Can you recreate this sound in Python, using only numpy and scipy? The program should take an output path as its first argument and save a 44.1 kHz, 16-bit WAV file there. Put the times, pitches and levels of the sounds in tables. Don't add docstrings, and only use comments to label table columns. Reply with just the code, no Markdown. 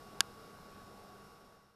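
import sys
import numpy as np
from scipy import signal
from scipy.fft import rfft, irfft
from scipy.io import wavfile
from scipy.ndimage import uniform_filter1d

SR = 44100
rng = np.random.default_rng(int(sys.argv[2]) if len(sys.argv) > 2 else 0)


def persist_wave(psi):
    counts = np.round(np.clip(psi, -1, 1) * 32767).astype(np.int16)
    wavfile.write(sys.argv[1], SR, np.atleast_2d(counts).T)


N = 77175

# (frequency [Hz], relative density [dB])
RUSH_SPECTRUM = [(20, -2.5), (60, 1), (180, 3), (330, -1), (450, 3), (530, -1.5), (750, 1.5), (920, -5),
                 (1250, -1), (1500, -5), (1800, -13.5), (2600, -16), (3200, -20), (3800, -16), (4500, -21),
                 (5400, -17.5), (6300, -27.5), (14000, -45.5)]
# (frequency [Hz], level [dB], rms pitch wobble [ratio])
HUM_LINES = [(120.5, -80, 0.0022), (202.1, -67.5, .008), (407, -72, 0.0054), (466.2, -71.5, .012),
             (730, -75, 0.0037), (844, -76, .002), (1122.7, -63, 0.0009), (1412, -74, .002),
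             (1514, -78, .004)]
# (frequency [Hz], level before gain [dB])
WHINE_LINES = [(2799, -80.5), (3359, -87), (3752, -84), (3849, -85.5), (4000, -88), (4215, -88.5),
               (4312, -85.5), (4474, -87), (4640, -84), (5066, -80.5), (5184, -85), (5281, -84.5),
               (5378, -88.5)]
# (frequency [Hz], mid-scene level [dB])
TOP_WHINE_LINES = [(5475, -82), (5495, -81), (5593, -87.5), (6019, -90.5), (6874, -91)]
# (frequency [Hz], relative peak gain [dB], T60 [s])
CONE_MODES = [(390, -2.5, .015), (910, -2.5, .022), (1142, 0, 0.022), (1453, 8, 0.0074),
              (1632, 11.5, .0164), (2340, 3, .0063), (2922, 10, 0.0078), (3440, 9, .005),
              (4627, 10, 0.0061), (5450, 2, .0057), (6430, 1.5, 0.003), (6843, 5.5, .0051),
              (8500, 2.5, .0069), (9600, 8.5, .0032), (10200, 10.5, 0.0043)]
# (frequency [Hz], width [Hz])
CONE_NULLS = [(2030, 81), (2660, 120), (4150, 130), (11250, 400)]

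POP_S = .20642
TIME_S = np.arange(N) / SR
FROM_MID_S = TIME_S - TIME_S.mean()


def amp(db):
    return 10 ** (np.asarray(db) / 20)


def unit(x):
    return x / np.sqrt(np.mean(x ** 2) + 1e-20)


def drift(rate_hz):
    hz = np.fft.rfftfreq(2 * N, 1 / SR)
    spectrum = rfft(rng.standard_normal(2 * N)) / (1 + (hz / rate_hz) ** 4)
    return unit(irfft(spectrum)[:N])


def lowpass(x, hz):
    return signal.fftconvolve(x, signal.firwin(201, hz, fs=SR), "same")


def tone(hz, db, wobble=.0007, waver_db=1.5):
    cycles = np.cumsum(hz * (1 + wobble * drift(rate_hz=14))) / SR + rng.random()
    waver = amp(waver_db * drift(rate_hz=8.1))
    return amp(db) * unit(waver * np.sin(2 * np.pi * cycles))


def hiss(level_db=-69, top_hz=13800):
    return amp(level_db) * unit(lowpass(rng.standard_normal(N), top_hz))


def fan_rush(level_db=-57, patch_db=1.16, swell_db=.4):
    hz, _, noise = signal.stft(rng.standard_normal(N), SR, nperseg=1024)
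    patches = uniform_filter1d(rng.standard_normal(noise.shape), size=8, axis=0)
    patches = unit(uniform_filter1d(patches, size=12, axis=1))
    points_hz, points_db = np.transpose(RUSH_SPECTRUM)
    colour_db = np.interp(np.log(hz + 1), np.log(points_hz), points_db)[:, None]
    _, air = signal.istft(noise * amp(colour_db + patch_db * patches), SR, nperseg=1024)
    return amp(level_db + swell_db * drift(rate_hz=4)) * unit(air[:N])


def fan_tones(whine_gain_db=1, top_rise_db_per_s=4):
    hum = sum(tone(hz, db, wobble, waver_db=-.17) for hz, db, wobble in HUM_LINES)
    whine = sum(tone(hz, db + whine_gain_db) for hz, db in WHINE_LINES)
    top = sum(tone(hz, db) for hz, db in TOP_WHINE_LINES)
    return hum + whine + top * amp(top_rise_db_per_s * FROM_MID_S)


def bench_scatter(level_db=-33.5, t60_s=.01, delay_s=.0005):
    age_s = TIME_S - POP_S - delay_s
    decay = np.exp(-np.log(1000) * np.maximum(age_s, 0) / t60_s)
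    return amp(level_db) * (age_s > 0) * decay * rng.standard_normal(N)


def cone_pop(gain_db=-.15, lag_hz=4700, lag_width_hz=4200, rolloff_hz=5990, rolloff_width_hz=4030):
    hz = np.fft.rfftfreq(2 * N, 1 / SR)
    ring = 0
    for mode_hz, db, t60_s in CONE_MODES:
        loss = 1j * hz * np.log(1000) / (np.pi * t60_s)
        ring += amp(db) * loss / (mode_hz ** 2 - hz ** 2 + loss)
    for null_hz, width_hz in CONE_NULLS:
        detuning = null_hz ** 2 - hz ** 2
        ring *= detuning / (detuning + 1j * hz * width_hz)
    rolloff = rolloff_hz ** 2 / (rolloff_hz ** 2 - hz ** 2 + 1j * hz * rolloff_width_hz)
    lag_poles = lag_hz ** 2 - hz ** 2 + 1j * hz * lag_width_hz
    lag_allpass = lag_poles.conj() / lag_poles
    onset_delay = np.exp(-2j * np.pi * hz * POP_S)
    return amp(gain_db) * irfft(ring * rolloff * lag_allpass * onset_delay)[:N]


def scene(settle_db_per_s=2):
    background = (fan_rush() + fan_tones() + hiss()) * amp(-settle_db_per_s * FROM_MID_S)
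    return (background + bench_scatter() + cone_pop())[None]


def record(dry):
    start_s, end_s = 1.235, 1.92
    fade = np.clip((end_s - TIME_S) / (end_s - start_s), 0, 1)
    return lowpass(dry[0] * fade, hz=15100)[None]


dry = scene()
out = record(dry)
persist_wave(out)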